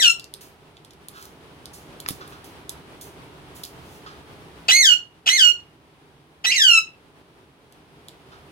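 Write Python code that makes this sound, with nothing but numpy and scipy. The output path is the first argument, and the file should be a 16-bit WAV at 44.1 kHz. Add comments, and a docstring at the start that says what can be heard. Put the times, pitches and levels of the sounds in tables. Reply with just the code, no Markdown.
"""A wire cage against a wall, with two parakeets in it, close to a phone with two microphone ports.
A squawk sounds four times, the first already under way: stacked harmonics scratch upward, arch, then
fall to a whistle, shaped by the throat and by close echoes. Noise bursts make beak and claw ticks, knocks,
feather rustles and scuffs, with a short live room tail over outdoor rumble and hiss.
The phone's gain control turns everything down while it is loud, holds, then creeps back."""
import sys
import numpy as np
from scipy import signal
from scipy.fft import rfft, irfft, next_fast_len
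from scipy.io import wavfile
from scipy.ndimage import uniform_filter1d, minimum_filter1d

SR = 44100
rng = np.random.default_rng(int(sys.argv[2]) if len(sys.argv) > 2 else 0)


def to_wav(sig):
    """Store sig (one row per channel, or 1-D mono) as 16-bit WAV at the path in sys.argv[1].

    Samples outside -1..1 are clipped; the rate is SR.
    """
    pcm = np.clip(np.atleast_2d(sig), -1, 1) * 32767
    pcm = np.round(pcm).astype(np.int16)
    wavfile.write(sys.argv[1], SR, pcm.T)  # frames by channels


N = 375291
TOP_HZ = 15900  # no voice harmonics above this; the phone also cuts here

# release of a voice: level slope, and a small lift in pitch
RELEASE_DB_PER_S, RELEASE_HZ_PER_S = -1100, 1500
SPLIT_FADE_DB_PER_S = -130

# the squawks, one row each: (start t/s,
#  pitch: (scratch t/s, climb t/s, slide t/s, crest f/Hz, low f/Hz the slide heads for,
#          climb bend, time to fall halfway t/s, fall steepness),
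#  effort: (attack t/s, scratch level/dB, arch level/dB, whistle level/dB, added scratch roughness 0-1),
#  rattle: (time after the start t/s, half length t/s, added roughness 0-1))
SQUAWK_GESTURES = [ (-.12, (.035, .064, .134, 2150, 1335, 1, .042, 3), (0.012, 5.6, 5.7, 3.7, 0.36),
                   (0.15, 0.03, 0.2)), (4.681, (.034, .063, .16, 2172, 1392, 1.1, .069, 3.8),
                   (.004, 6.2, 13, 5.3, 0.41), (0.093, 0.021, 0.12)),
                   (5.258, (.038, .056, .148, 2142, 1413, 1.1, .0365, 2.9), (0.025, 12.2, 12.7, 4.6, 0.57),
                   (0.11, 0.041, .15)), (6.4385, (.023, .0635, .262, 2480, 1150, 4, .076, 1.62),
                   (0.011, 10, 12.3, 10, 0.5), (0.096, 0.025, 0.82))]
# where each squawk comes from: (right port lag t/ms, left minus right level/dB before the right direct loss,
#  brightness of the harmonics dB/octave)
CALLER_PLACES = [(0.299, 9.5, -2.5), (.387, 5, -3), (.387, 5, -3), (0.386, 4.5, -4)]
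# a second tone as the voice splits: (squawk index, t/s, length t/s, pitch f/Hz, starting effort level/dB,
#  roughness 0-1)
SPLIT_VOICES = [(0, .016, .05, 3750, 9, .35), (3, 6.511, .05, 2765, 3, .15)]


def caller():
    """Four squawks; in the first and the last the voice briefly splits in two."""
    out = np.zeros((2, N))
    t = np.arange(SR // 2) / SR
    for (start, pitch, effort, rattle), (lag_ms, pan_db, slope_db) in zip(SQUAWK_GESTURES, CALLER_PLACES):
        hz, effort_db, rough = gesture(t, pitch, effort, rattle)
        voice = squawk(t, hz, effort_db, rough, slope_db)
        add(out, start, reflect(voice, lag_ms, pan_db))
    for which, start, length, hz, db, rough in SPLIT_VOICES:
        lag_ms, pan_db, slope_db = CALLER_PLACES[which]
        effort_db = db + SPLIT_FADE_DB_PER_S * t + RELEASE_DB_PER_S * np.maximum(t - length, 0)
        voice = squawk(t, hz, effort_db, rough, slope_db, count=3)
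        add(out, start, reflect(voice, lag_ms, pan_db))
    return out


# the scratch accelerates from one pitch to the other
SCRATCH_HZ, VOICED_HZ, SCRATCH_BEND = 610, 1962, 1.7
CLEAN_ROUGH, CLEARS_S = .025, .003  # roughness 0-1; time constant of clearing after the scratch
ATTACK_DB = -13  # a squawk swells from this far below
RATTLE_COST_DB = -9  # effort lost at full rattle


def gesture(t, pitch, effort, rattle):
    """Pitch, effort and roughness through one squawk: scratch, climb, slide and release."""
    scratch, climb, slide, crest_hz, low_hz, bend, half_fall, steepness = pitch
    attack, scratch_db, arch_db, whistle_db, scratch_rough = effort
    rattle_at, rattle_s, rattle_rough = rattle
    crest = scratch + climb
    released = np.maximum(t - crest - slide, 0)

    scratched = np.minimum(t / scratch, 1) ** SCRATCH_BEND
    scratching = SCRATCH_HZ * (VOICED_HZ / SCRATCH_HZ) ** scratched
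    climbed = np.clip((t - scratch) / climb, 0, 1) ** bend
    climbing = (crest_hz - VOICED_HZ) * np.sin(np.pi / 2 * climbed)
    fallen = 1 - 1 / (1 + (np.clip(t - crest, 0, slide) / half_fall) ** steepness)
    hz = scratching + climbing - (crest_hz - low_hz) * fallen + RELEASE_HZ_PER_S * released

    harsh = np.exp(-np.maximum(t - scratch, 0) / CLEARS_S)
    rattling = rattle_rough * np.exp(-((t - rattle_at) / rattle_s) ** 2)
    held_db = np.interp(t, [crest + half_fall, crest + slide], [arch_db, whistle_db])
    edges_db = ATTACK_DB * np.maximum(1 - t / attack, 0) + RELEASE_DB_PER_S * released
    effort_db = harsh * scratch_db + (1 - harsh) * held_db + edges_db + RATTLE_COST_DB * rattling
    rough = np.clip(CLEAN_ROUGH + scratch_rough * harsh + rattling, 0, 1)
    return hz, effort_db, rough


VOICE_DB = -18.5
ROUGH_TILT_DB = -1.5  # dB/octave added at full roughness: a rough voice is duller
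# throat and beak resonance, on each harmonic and the rasp: (f/Hz, level/dB)
THROAT_RESONANCE = [(600, -13.5), (950, -27.5), (1350, -14.5), (2050, -12.5), (2450, -3.5), (2800, 7.5),
                    (3400, -4), (4300, -7), (5500, -7), (6500, -9.5), (7600, -12.5), (10000, -25),
                    (13000, -26), (16000, -32.5)]


def squawk(t, hz, effort_db, rough, slope_db, count=20, flutter_hz=300, flutter=0.11, shimmer=0.55,
           rasp_db=-17.5, rasp_hz=1900, edge_db=2.0):
    """The syrinx sings a stack of harmonics; when it rattles, pitch and strength flutter and air rasps."""
    waver = .004 * band(170, .9, len(t))
    hz = hz * (1 + flutter * rough * band(flutter_hz, 0.37, len(t)) + waver)
    phase = 2 * np.pi * np.cumsum(hz) / SR
    k = np.arange(1, count + 1)[:, None]
    octave = np.log2(k)
    # the high harmonics come and go, each on its own
    flicker_db = edge_db * octave * np.array([band(58, 0.38, len(t)) for _ in k])
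    tilt_db = (slope_db + ROUGH_TILT_DB * rough) * octave
    weights = gain_at(k * hz, THROAT_RESONANCE) * undb(tilt_db + flicker_db) * (k * hz < TOP_HZ)
    voice = (weights * np.sin(k * phase)).sum(axis=0) * np.sqrt(2)
    voice *= (1 + shimmer * rough * band(210, 0.92, len(t))) / (1 + .5 * rough)
    # air escapes once a cycle, through the same throat
    rasp = noise(THROAT_RESONANCE, len(t)) * (1 + np.cos(phase)) * rough * undb(rasp_db)
    rasp = signal.sosfilt(signal.butter(6, rasp_hz, "high", fs=SR, output="sos"), rasp)
    gate = np.minimum(t / 0.0057, 1)
    return (voice + rasp) * gate * undb(effort_db + VOICE_DB)


RIGHT_DIRECT_DB = -5.5
# close wall, tray and phone body echoes, a list for the left port then the right: (delay t/ms, level/dB)
CLOSE_ECHOES = [
    [(0.11, -21.5), (0.367, -11.5), (0.622, -10.5), (1.221, -7.5), (2.335, -13.5)],
    [(0.437, 5), (1.403, -6), (1.508, -12.5), (2.488, -4.5), (2.774, -6)],
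]


def reflect(x, lag_ms, pan_db):
    """A call reaches each port directly and by short echoes, which comb its sliding harmonics."""
    direct = np.array([x, undb(RIGHT_DIRECT_DB) * delay(x, lag_ms)])
    echoes = np.array([sum(undb(db) * delay(x, ms) for ms, db in paths) for paths in CLOSE_ECHOES])
    return (direct + echoes) * undb(np.array([[pan_db], [-pan_db]]) / 2)


REBOUND_S, REBOUND_DB, REBOUND_TILT_DB = .0085, -15, -9.5  # a softer, duller touch after each tick
RUSTLE_FADE_S, SCUFF_FADE_S = .32, .35  # time to fade 60 dB

# beak and claw ticks: (t/s, level/dB before the cage's tick trim, 60 dB ring t/s, treble tilt dB/octave)
CAGE_TICKS = [(0.196, -23.5, 0.0096, -5.5), (.2423, -27.5, 0.0044, -4.5), (0.3384, -23, 0.0083, -1.5),
              (0.7682, -41.5, 0.017, -17), (0.8477, -36, 0.014, -4.5), (.9068, -40.5, .022, -6),
              (.934, -42, .006, -2), (1.0845, -24, 0.0031, 1), (1.2256, -35, 0.008, 1.5),
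              (1.254, -38, 0.0092, 6), (1.6565, -29.5, 0.0029, -0.5), (2.0012, -34.5, 0.019, 2),
              (2.087, -18.5, 0.0055, 2), (2.106, -37, 0.019, 7), (2.277, -43, .008, 0),
              (2.4429, -46, .005, 0.5), (2.6935, -25, 0.0072, 1.5), (3.0118, -40, 0.01, -1),
              (3.635, -29, .0045, -1.5), (3.6384, -27, 0.0039, -3.5), (3.651, -28, .0025, -2.5),
              (7.7238, -37.5, 0.0057, -2.5), (8.084, -26.5, .007, -4.5)]
# a bird landing on the tray: (t/s, level/dB, 60 dB ring t/s, centre f/Hz)
TRAY_KNOCKS = [(2.0617, -23.5, 0.0088, 1500), (2.062, -26, 0.0071, 3840), (2.0875, -19.5, 0.0083, 1380),
               (2.106, -34, 0.022, 3040), (2.107, -26, 0.042, 177)]
# feathers brushing the bars: (t/s, rise t/s, level/dB, centre f/Hz, bell spread in octaves)
FEATHER_RUSTLES = [(0.408, 0.00073, -37, 5850, 4.2), (1.088, 0.15, -45, 4700, 3),
                   (1.729, 0.0098, -43, 7550, .85), (2.077, 0.0027, -37.5, 6000, 4.8),
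                   (2.25, 0.053, -54, 10000, 1), (2.441, .002, -46.5, 6000, 3.5),
                   (3.01, 0.0015, -41, 9000, 1), (3.545, 0.016, -44.5, 9800, 1.5),
                   (3.635, 0.0079, -44.5, 7600, 2.6), (3.76, 0.2, -54.5, 7000, 1.2)]
# faint ringing scuffs: (t/s, rise t/s, level/dB)
FAINT_SCUFFS = [(1.122, 0.054, -42), (2.203, .008, -44.5), (2.32, 0.0024, -47), (4.061, 0.0017, -42.5),
                (8.315, 0.0059, -47)]
# what a scuff rings with: (centre f/Hz, bell spread in octaves, level/dB)
SCUFF_RESONANCES = [(1346, 0.24, 2), (3430, 0.56, -3.5)]


def cage(tick_db=-1.5):
    """Sharp ticks of beak and claw, a few dull knocks, the swish of feathers on wire and faint scuffs."""
    out = np.zeros(N)
    for start, db, ring, tilt_db in CAGE_TICKS:
        add(out, start, tick(db + tick_db, ring, tilt_db))
        rebound = tick(db + tick_db + REBOUND_DB, ring, tilt_db + REBOUND_TILT_DB)
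        add(out, start + REBOUND_S, rebound)
    t = np.arange(SR // 10) / SR
    for start, db, ring, hz in TRAY_KNOCKS:
        add(out, start, band(hz, .45, len(t)) * undb(db - 60 * t / ring))
    t = np.arange(SR) / SR
    for start, rise, db, hz, octaves in FEATHER_RUSTLES:
        barbs = undb(2.0 * band(120, 3.3, len(t)))  # barbs catch and slip unevenly
        swish = band(hz, octaves, len(t)) * barbs
        add(out, start, swish * swell(t, rise, RUSTLE_FADE_S) * undb(db))
    for start, rise, db in FAINT_SCUFFS:
        ring = sum(band(hz, octaves, len(t)) * undb(part_db) for hz, octaves, part_db in SCUFF_RESONANCES)
        add(out, start, ring * swell(t, rise, SCUFF_FADE_S) * undb(db))
    return ports(out, lag_ms=.31, pan_db=-3)


# what a tick rings with: (f/Hz, level/dB)
WIRE_COLOUR = [(300, -73), (2200, -17), (3200, 7.5), (4500, 10), (6500, 6), (8500, 8), (12000, 8.5),
               (16000, -5)]


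def tick(db, ring, tilt_db, snap=4):
    """One touch of beak or claw on wire: a hard snap and decaying noise, coloured by the metal."""
    t = np.arange(SR // 10) / SR
    contact = rng.standard_normal(len(t)) * undb(-60 * t / ring)
    contact[0] = snap  # the hard first touch, then a brief chatter
    tilt = undb(tilt_db * np.log2((freqs(t) + 500) / 6000))
    colour = gain_at(freqs(t), WIRE_COLOUR) * tilt
    touch = irfft(rfft(contact) * colour, len(t))
    return delay(touch, .5)[:len(t) // 2] * undb(db)


def swell(t, rise, fade):
    """A straight rise, then a fade of 60 dB in the given time."""
    return np.minimum(t / rise, 1) * undb(-60 * np.maximum(t - rise, 0) / fade)


def ports(x, lag_ms, pan_db):
    """The two microphone ports: the right one hears the cage a little later."""
    return np.array([x * undb(pan_db / 2), delay(x, lag_ms) * undb(-pan_db / 2)])


def room(x, wet_db=-4.0, t60_low=0.24, t60_high=0.15, split_hz=6000, gap=0.00063):
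    """A short diffuse tail, different at each port, whose treble dies first."""
    t = np.arange(SR // 2) / SR
    scatter = rng.standard_normal((2, len(t)))
    low = signal.sosfilt(signal.butter(2, split_hz, fs=SR, output="sos"), scatter)
    high = signal.sosfilt(signal.butter(2, split_hz, "high", fs=SR, output="sos"), scatter)
    tail = low * undb(-60 * t / t60_low) - 1.6 * high * undb(-60 * t / t60_high)
    tail *= np.clip(t / gap - 1, 0, 1)  # silent for one gap, full after two
    tail = unit(tail) / np.sqrt(len(t))
    return undb(wet_db) * signal.fftconvolve(x, tail, axes=1)[:, :N]


RUMBLE_DB, HISS_DB = -47, -52.5  # before the stereo spread adds to them
VARIATION_DB = .9  # small random level variation, rms
# spectrum of the distant outdoor rumble: (f/Hz, level/dB)
RUMBLE_SPECTRUM = [(15, -38.5), (25, -26), (69, 0.5), (113, -3), (151, 3.5), (205, -6.5), (313, -1),
                   (356, -4), (386, 0.5), (517, -8.5), (750, -9.5), (1000, -12), (1200, -42.5), (1560, -61),
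                   (2640, -120)]
# spectrum of the hiss: (f/Hz, level/dB)
HISS_SPECTRUM = [(600, -1.5), (1100, 4), (1800, -1.5), (3200, -3), (5000, -11), (7200, -18), (9200, -14.5),
                 (12000, -18.5), (13500, -24), (15500, -22.5)]


def background(rumble_side=.2, hiss_side=1.0):
    """Two steady layers of noise: distant rumble, nearly the same at both ports, and a wider hiss."""
    sides = np.array([[1], [-1]])
    rumble = noise(RUMBLE_SPECTRUM) * undb(sides * -.7) + rumble_side * sides * noise(RUMBLE_SPECTRUM)
    hiss = noise(HISS_SPECTRUM) + hiss_side * sides * noise(HISS_SPECTRUM)
    variation = undb(VARIATION_DB * band(4, 1.0, next_fast_len(N))[:N])
    return variation * (rumble * undb(RUMBLE_DB) + hiss * undb(HISS_DB))


def scene(cage_room_db=-3):
    """Birds and cage in their room, over the background; the small sounds stay drier than the calls."""
    calls, small = caller(), cage()
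    return calls + small + room(calls + undb(cage_room_db) * small) + background()


THRESHOLD_DB = -20
DUCK_RANGE_DB, DUCK_DB_PER_S, DUCK_HOLD_S, RECOVER_DB_PER_S = 8.5, 44, 0.79, 6


def gain_control(x, size=441):
    """Turns down at a steady rate while the sound is loud, holds, then recovers slowly."""
    power = uniform_filter1d(np.mean(x ** 2, axis=0), 4 * size)[::size].clip(0)
    loud = np.sqrt(power) > undb(THRESHOLD_DB)
    step, cut_db, quiet_s, cuts = size / SR, 0, 0, []
    for over in loud:
        quiet_s = 0 if over else quiet_s + step
        if over:
            change = DUCK_DB_PER_S * step
        else:
            change = -RECOVER_DB_PER_S * min(max(quiet_s - DUCK_HOLD_S, 0), step)
        cut_db = min(max(cut_db + change, 0), DUCK_RANGE_DB)
        cuts.append(cut_db)
    return x * undb(-np.interp(np.arange(N) / size, np.arange(len(cuts)), cuts))


def record(dry, ceiling_db=-1.5, size=400):
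    """The phone's gain control rides the level, its limiter eases the loudest peaks down; then the top is cut."""
    ridden = gain_control(dry)
    needed = np.minimum(1, undb(ceiling_db) / (np.abs(ridden).max(axis=0) + 1e-9))
    gain = uniform_filter1d(minimum_filter1d(needed, size), size)
    return signal.sosfilt(signal.ellip(10, .2, 70, TOP_HZ, fs=SR, output="sos"), ridden * gain)


def undb(db):
    """Decibels to gain."""
    return 10 ** (np.asarray(db) / 20)


def unit(x):
    """Scale to rms 1."""
    return x / np.sqrt(np.mean(x ** 2))


def gain_at(hz, points):
    """Gain of a (f/Hz, level/dB) spectrum on a log-frequency axis."""
    f, db = np.transpose(points)
    return undb(np.interp(np.log(hz + 1), np.log(f), db))


def freqs(x):
    """Frequencies of the bins of x."""
    return np.arange(x.shape[-1] // 2 + 1) * SR / x.shape[-1]


def noise(points, size=N):
    """Noise of rms 1 with a (f/Hz, level/dB) spectrum."""
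    x = rng.standard_normal(next_fast_len(size))
    return unit(irfft(rfft(x) * gain_at(freqs(x), points), len(x))[:size])


def band(hz, octaves, size):
    """Noise of rms 1 in one bell-shaped band."""
    x = rng.standard_normal(size)
    bell = np.exp(-.5 * (np.log2((freqs(x) + 1) / hz) / octaves) ** 2)
    return unit(irfft(rfft(x) * bell, size))


def delay(x, ms):
    """Delay by a fraction of a sample or more."""
    return irfft(rfft(x) * np.exp(-2j * np.pi * freqs(x) * ms / 10 ** 3), len(x))


def add(out, start, x):
    """Mix x into out from a time in seconds; what comes before time 0 is dropped."""
    i = int(start * SR)
    x, i = x[..., max(-i, 0):], max(i, 0)
    out[..., i:i + x.shape[-1]] += x[..., :N - i]


dry = scene()
out = record(dry)
to_wav(out)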